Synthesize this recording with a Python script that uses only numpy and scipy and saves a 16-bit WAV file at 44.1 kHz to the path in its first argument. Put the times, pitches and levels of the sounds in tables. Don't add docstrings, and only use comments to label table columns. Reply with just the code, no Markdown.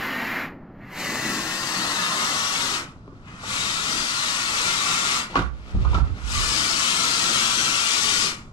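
import sys
import numpy as np
from scipy import signal
from scipy.fft import rfft, irfft, next_fast_len
from scipy.io import wavfile
from scipy.ndimage import uniform_filter1d

SR = 44100
rng = np.random.default_rng(int(sys.argv[2]) if len(sys.argv) > 2 else 0)


def wrap_up_sound(samples):
    columns = np.atleast_2d(samples).T
    tamed = np.clip(columns, -1, 1)
    steps = np.round(tamed * 32767).astype(np.int16)
    wavfile.write(sys.argv[1], SR, steps)


N = 375732
TIME = np.arange(N) / SR
FFT_SIZE = next_fast_len(N + SR, real=True)
HZ = np.maximum(np.fft.rfftfreq(FFT_SIZE, 1 / SR), 1)


def undb(db):
    return 10 ** (np.asarray(db) / 20)


def unit(x):
    return x / np.sqrt(np.mean(x ** 2))


def over_hz(table, column=1):
    table = np.array(table, float)
    return np.interp(np.log(HZ), np.log(table[:, 0]), table[:, column])


def over_time(table):
    times, *columns = np.transpose(table)
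    return [np.interp(TIME, times, column) for column in columns]


def spell(table):
    return undb(over_time(table)) * ((TIME > table[0][0]) & (TIME < table[-1][0]))


def shape(x, gain):
    return irfft(rfft(x, FFT_SIZE) * gain, FFT_SIZE)[..., :N]


def butter(x, order, hz, kind="lowpass"):
    return signal.sosfilt(signal.butter(order, hz, kind, fs=SR, output="sos"), x)


def walk(rate_hz):
    hold = int(SR / rate_hz)
    steps = np.repeat(rng.standard_normal(N // hold + 1), hold)
    return unit(uniform_filter1d(uniform_filter1d(steps, hold), hold)[:N])


def site():
    # f/Hz, density/dB
    spectrum = [(30, 4), (60, 0.5), (110, 4.5), (250, -3.5), (450, -15), (900, -18), (1400, -20),
                (1900, -27), (2500, -28), (5000, -31), (9000, -44), (15000, -72)]
    air = [unit(shape(rng.standard_normal(N), undb(over_hz(spectrum)))) for _ in range(2)]
    return np.array(air) * undb(-45 + 2.2 * walk(3.35))


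def attic(x, room_db, places, t60_s=0.3, treble_t60_s=0.15):
    t = np.arange(SR // 3) / SR
    position = TIME / TIME[-1] * (places - 1)
    out = np.zeros((2, N))
    for place in range(places):
        weight = np.sqrt(np.clip(1 - abs(position - place), 0, 1))
        a, b = np.flatnonzero(weight)[[0, -1]]
        noise = rng.standard_normal((2, len(t)))
        low = uniform_filter1d(noise, size=9, axis=1)
        tail = low * undb(-60 * t / t60_s) + (noise - low) * undb(-60 * t / treble_t60_s)
        tail *= (t > .003) / np.sqrt(np.sum(tail ** 2, axis=1, keepdims=True))
        echoes = signal.fftconvolve((x * weight)[None, a:b], tail, axes=1)[:, :N - a]
        out[:, a:a + echoes.shape[1]] += echoes
    out[0] = (x + undb(room_db) * out[0]) / np.sqrt(1 + undb(2 * room_db))
    return out


def shake():
    # t/s, left level/dB, right level/dB
    bounce = [(5.33, -62, -54), (5.38, -38, -32), (5.44, -35, -21), (5.53, -38, -27.5), (5.57, -39, -36),
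              (5.71, -46, -41), (5.742, -26, -30), (5.755, -18, -16), (5.785, -22, -19), (5.815, -24, -12),
              (5.84, -25, -19), (5.87, -25, -14), (5.915, -24, -12.5), (5.94, -26, -25), (5.965, -24, -15),
              (5.99, -26, -21), (6.02, -26, -11), (6.05, -26, -14.5), (6.09, -32, -27), (6.125, -33, -17),
              (6.15, -38, -28), (6.18, -43, -40), (6.25, -43, -22.5), (6.31, -32, -29), (6.39, -33, -19.5),
              (6.5, -43, -30), (6.55, -46, -37), (6.8, -60, -46)]
    # f/Hz, width/Hz, level/dB
    port_modes = [
        [(48.5, 16, -2), (98, 63, -10.5)],
        [(58, 19, 6.5), (119, 47, -17)],
    ]
    out = []
    for level, modes in zip(spell(bounce), port_modes):
        resonance = sum(undb(db) / (1 + ((HZ - hz) / (width / 2)) ** 2) for hz, width, db in modes)
        sway = unit(shape(rng.standard_normal(N), resonance))
        swell = np.sqrt(uniform_filter1d(uniform_filter1d(sway ** 2, size=700), size=700) + .02)
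        out.append(level * unit(sway / swell ** 0.73))
    return np.array(out)


def rustle():
    # t/s, level/dB
    movements = [
        [(3.1, -82), (3.17, -56), (3.28, -58), (3.33, -80)],
        [(5.3, -44), (5.37, -28.5), (5.42, -31.5), (5.5, -50.5), (5.68, -44), (5.76, -40.5), (5.91, -39.5),
         (5.96, -32), (6.04, -43), (6.14, -47.5), (6.2, -47), (6.3, -68)],
    ]
    # f/Hz, density/dB
    spectrum = [(300, 4.5), (1200, -6), (2500, -3.5), (4500, -8.5), (8000, -19), (14000, -38)]
    crackle = rng.standard_normal(N) * undb(0.97 * rng.exponential(size=N) + 2 * walk(40))
    level = sum(spell(movement)[0] for movement in movements)
    return level * unit(shape(crackle, undb(over_hz(spectrum))))


def knocks(main_ring_hz=1180, crossover_hz=420):
    # t/s, ring peak/dB, thud re ring/dB, rattle decay/s, crack re ring/dB, main ring f/Hz
    hits = [(2.959, -51.5, 16.5, 0.0045, -12, 1180), (3.077, -35, 0, .002, -20, 1050),
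            (3.123, -51, 12, 0.0075, -12, 1180), (3.275, -39, -6, .004, -14, 1100),
            (3.339, -40, 9, 0.002, -3, 1300), (3.431, -29, -20, .014, -16, 1100),
            (5.33, -32, -10, .004, -12, 1050), (5.342, -23, -20, .005, -10, 1100),
            (5.355, -7, -28, .004, -14, 1190), (5.364, -21, 3, .008, 6, 1300),
            (5.373, -12, -4, 0.002, -6, 1400), (5.39, -19, 3, 0.008, 0, 1250),
            (5.42, -23, -3, 0.01, -3, 1400), (5.745, -38, 17, 0.025, -11, 1200),
            (5.848, -22, -3, 0.011, -13, 1080), (5.931, -21, -3, 0.006, -14, 1000),
            (5.943, -16, -3, 0.008, -6, 1330), (5.976, -24, 3, .012, -6, 950),
            (6.073, -40, 3, 0.015, 6, 1300)]
    # f/Hz, level/dB, t60/s
    board_modes = [(110, -6, .12), (180, 0, .11), (270, -6, .08), (360, -9, .06), (700, -15, .015),
                   (1000, -5, .02), (1180, 0, .028), (1330, -4, .02), (1510, -8, .02), (2030, -9, .015),
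                   (2600, -11, .012)]
    out, t = np.zeros(N + SR), np.arange(SR // 3) / SR
    for start_s, peak_db, thud_db, rattle_s, crack_db, ring_hz in hits:
        rattle = rng.standard_normal(len(t)) * np.exp(-t / rattle_s)
        onset = np.sqrt(1 - np.exp(-t / .0012))
        push = butter(rattle * onset, 3, 8000)
        response = np.zeros((2, len(t)))
        for hz, db, t60_s in board_modes:
            is_thud = hz < 500
            mode_hz = hz * (1 if is_thud else ring_hz / main_ring_hz) * (1 + 0.015 * rng.standard_normal())
            response[int(is_thud)] += undb(db - 60 * t / t60_s) * np.sin(2 * np.pi * mode_hz * t)
        ring, thud = signal.fftconvolve(response, push[None], axes=1)[:, :len(t)]
        crack = butter(push, 2, (1500, 3600), "bandpass")
        parts = np.array([butter(ring, 2, crossover_hz, "highpass"), butter(thud, 2, crossover_hz), crack])
        gains = undb(peak_db + np.array([0, thud_db, crack_db])) / abs(parts).max(axis=1)
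        start = int(start_s * SR)
        out[start:start + len(t)] += gains @ parts
    return out[:N]


def bay(x, echo_count=6, echo_db=-13):
    short_waves = shape(x, 1 / (1 + (1200 / HZ) ** 4))
    out = x.copy()
    for delay_s in rng.uniform(0.001507, .007, echo_count):
        out += undb(echo_db) * np.interp(TIME - delay_s - 0.000599 * walk(3.5), TIME, short_waves)
    return out * np.std(x) / np.std(out)


def hollows(x, half_width_share=.033):
    # start t/s, end t/s, from f/Hz, to f/Hz, lift/dB
    bands = [(0.272, .5, 1880, 1140, 4), (.95, 1.5, 7000, 6940, 3), (.95, 2.3, 1900, 1860, 2),
             (1.45, 2.15, 5200, 3500, 6.5), (1.6, 2.9, 2300, 2500, -5), (1.6, 2.8, 1000, 1050, 3),
             (1.9, 2.7, 624, 620, 6), (2.0, 2.4, 4300, 4100, 4), (2.25, 2.6, 6000, 5500, 5),
             (2.3, 2.8, 3300, 3500, 3), (3.38, 3.955, 3940, 3640, 6), (3.85, 4.35, 5170, 3700, 6),
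             (4.0, 4.5, 1850, 1870, 4), (4.3, 4.7, 4370, 4180, 4.5), (4.3, 4.9, 1370, 1350, 2),
             (4.65, 5.2, 3980, 3500, 4), (4.8, 5.25, 7200, 7150, 3.5), (6.25, 6.85, 5000, 5300, 5.5),
             (6.4, 6.6, 8750, 8750, 4), (6.5, 8.1, 1300, 1370, 5), (6.6, 6.85, 4450, 4500, 4.5),
             (6.72, 7.1, 2900, 3350, 6.5), (6.8, 7.25, 3820, 4600, 5.5), (6.9, 8.1, 2150, 2000, -4),
             (7.1, 7.3, 7850, 7900, 3.5), (7.2, 7.7, 3360, 3190, 5), (7.25, 8.0, 2850, 2570, 4.5),
             (7.5, 7.8, 5730, 5800, 4.5), (7.8, 8.3, 3460, 3200, 2.5), (8.0, 8.25, 5700, 6300, 3),
             (8.12, 8.36, 5080, 5050, 8)]
    wander = 1 + .009 * walk(9)
    flicker = undb(1.5 * walk(12))
    out = x.copy()
    for start_s, end_s, from_hz, to_hz, lift_db in bands:
        a, b = int(start_s * SR), min(int(end_s * SR), N)
        centre_hz = np.linspace(from_hz, to_hz, b - a) * wander[a:b]
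        carrier = np.exp(2j * np.pi * np.cumsum(centre_hz) / SR)
        narrow = signal.butter(1, half_width_share * from_hz, fs=SR, output="sos")
        band = 2 * (signal.sosfiltfilt(narrow, x[:, a:b] / carrier) * carrier).real
        envelope = np.sqrt(np.hanning(b - a)) * np.roll(flicker, int(from_hz) * 10)[a:b]
        out[:, a:b] += band * (undb(lift_db) - 1) * envelope
    return out


def foam_gun(open_db_per_s=158, puff_rise_db_per_s=280, puff_sag_db_per_s=90, knee_s=0.072):
    # puff t/s, full flow t/s, let-go t/s, fall/(dB/s), puff level/dB, puff treble/dB
    bursts = [(-.3, -.1, 0.44, 278, -70, -6), (0.833, 0.99, 2.774, 188, -47.5, -20),
              (3.284, 3.498, 5.204, 200, -43.5, -19), (6.18, 6.326, 8.27, 161, -47, -17)]
    # f/Hz, density/dB
    spectrum = [(40, -31), (90, -15.5), (200, -6.5), (400, -12), (620, -13), (850, -8.5), (1100, -3),
                (1600, -4), (2200, -0.5), (3500, -0.5), (5500, -1.5), (8000, -4.5), (11000, -15.5),
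                (15500, -31.5)]
    # t/s, level/dB, extra treble/dB, extra wall roar/dB
    sweep = [(0, -30, 1.5, 7), (.4, -29.5, -1, 7.5), (1.0, -34.5, 9, 9), (1.3, -30, 3, 8),
             (1.6, -29, 1.5, 3.5), (2.0, -27.5, -1, -3.5), (2.75, -28.5, 1, 3), (3.5, -31, 0.5, 4),
             (4.2, -31, 1, 4), (4.6, -28, -0.5, -1), (5.2, -28.5, 0, 4), (6.35, -32.5, 3, 6),
             (6.7, -29.5, 3, 4), (7.1, -30, 4, 7.5), (7.5, -30, 4, 3), (8.3, -30.5, 5.5, 3)]
    jet_db, aim_treble_db, roar_db = over_time(sweep)
    colour = undb(over_hz(spectrum))
    colour /= np.sqrt(np.sum(colour[(HZ > 600) & (HZ < 2400)] ** 2) / len(HZ))
    droplets = undb(1.48 * rng.exponential(size=N))
    noise = shape(bay(unit(rng.standard_normal(N) * droplets)), colour)
    roar = shape(noise, 1 / (1 + (HZ / 500) ** 4))
    top = shape(noise, 1 / (1 + (10500 / HZ) ** 8))
    treble = shape(noise - top, 1 / (1 + (2400 / HZ) ** 4))
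    body = noise - roar - treble - top
    roar *= undb(2.2 * walk(8.3))

    def hiss(treble_db):
        return body + undb(treble_db) * treble + undb(1.34 * np.minimum(treble_db - 2.5, 0)) * top

    def soft_ramp(seconds):
        return knee_s * np.logaddexp(0, seconds * 4 / knee_s) / 4

    out = 0
    for puff_s, full_s, end_s, fall_db_per_s, puff_db, puff_treble_db in bursts:
        opening_db = open_db_per_s * soft_ramp(full_s - TIME)
        closing_db = fall_db_per_s * soft_ramp(TIME - end_s)
        flow_loss_db = opening_db + closing_db
        treble_loss_db = np.minimum(.5 * flow_loss_db, 8)
        wall_roar = undb(roar_db + 0.58 * closing_db) * roar
        jet = undb(jet_db - flow_loss_db) * (hiss(aim_treble_db - treble_loss_db) + wall_roar)
        puff_loss_db = np.maximum(puff_rise_db_per_s * (puff_s - TIME), puff_sag_db_per_s * (TIME - puff_s))
        puff = undb(puff_db - puff_loss_db) * (hiss(puff_treble_db) + roar)
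        out = out + jet + puff
    return out * undb(0.6 * walk(12))


def scene():
    # f/Hz, level/dB, phase/rad, likeness/(0-1)
    right_port = [(60, 0, 0, .8), (150, 0, 0, .97), (300, -.5, 0, .98), (700, -.7, -.3, .85),
                  (1000, .5, -.6, .8), (1150, 5, -1.1, .75), (1400, 7.5, -1.9, .7), (1650, -1.2, -3.3, .7),
                  (2000, -1.9, -3.5, .6), (2800, -8.2, -4.3, .8), (3600, -11.2, -4.6, .9),
                  (4400, -17.7, -5.1, .3), (5400, -22, -6.7, .15), (6800, -18.5, -7, .1),
                  (8300, -31, -7, 0), (10000, -19, -7, 0), (12500, -13, -7, 0), (15000, -27, -7, 0)]
    spray = hollows(attic(foam_gun(), room_db=-4.5, places=32))
    worker = attic(knocks() + rustle(), room_db=-12, places=9)
    left, unrelated = spray + worker + site()
    shielding = undb(over_hz(right_port)) * np.exp(1j * over_hz(right_port, column=2))
    likeness = over_hz(right_port, column=3)
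    right = shape(left, shielding * likeness) + shape(unrelated, shielding * np.sqrt(1 - likeness ** 2))
    return np.array([left, right]) + shake()


def record(dry, fade_start_s=0.81, fade_tau_s=1, top_band_hz=11720, cutoff_hz=15800):
    # f/Hz, level/dB
    muffled_level = [(100, -6.5), (280, 5), (450, 0), (650, 4.5), (1000, 0.5), (1500, -0.5), (1750, 3),
                     (1950, 3), (2150, -2), (2400, -6), (2750, -9), (3650, -19.5), (4050, -15.5),
                     (5400, -22.5), (6300, -27), (7000, -20.5), (8300, -38), (9500, -23), (11000, -16)]
    # f/Hz, phase/rad
    muffled_phase = [(1500, 0), (1900, -.9), (2200, -2.2), (2500, -4.3), (2900, -4.3), (3300, -3.5),
                     (4000, -5), (11000, -5)]
    muffled = shape(dry[0], undb(over_hz(muffled_level)) * np.exp(1j * over_hz(muffled_phase)))
    muffled_share = np.exp(-np.maximum(TIME - fade_start_s, 0) / fade_tau_s)
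    below_top = 1 / (1 + np.minimum(HZ / top_band_hz, 2) ** 60)
    out = dry + muffled_share * shape(muffled - dry, below_top)
    out[0] += muffled_share * (undb(6.5) - 1) * shape(dry[0], 1 - below_top)
    return signal.sosfilt(signal.ellip(14, .2, 80, cutoff_hz, fs=SR, output="sos"), out)


dry = scene()
out = record(dry)
wrap_up_sound(out)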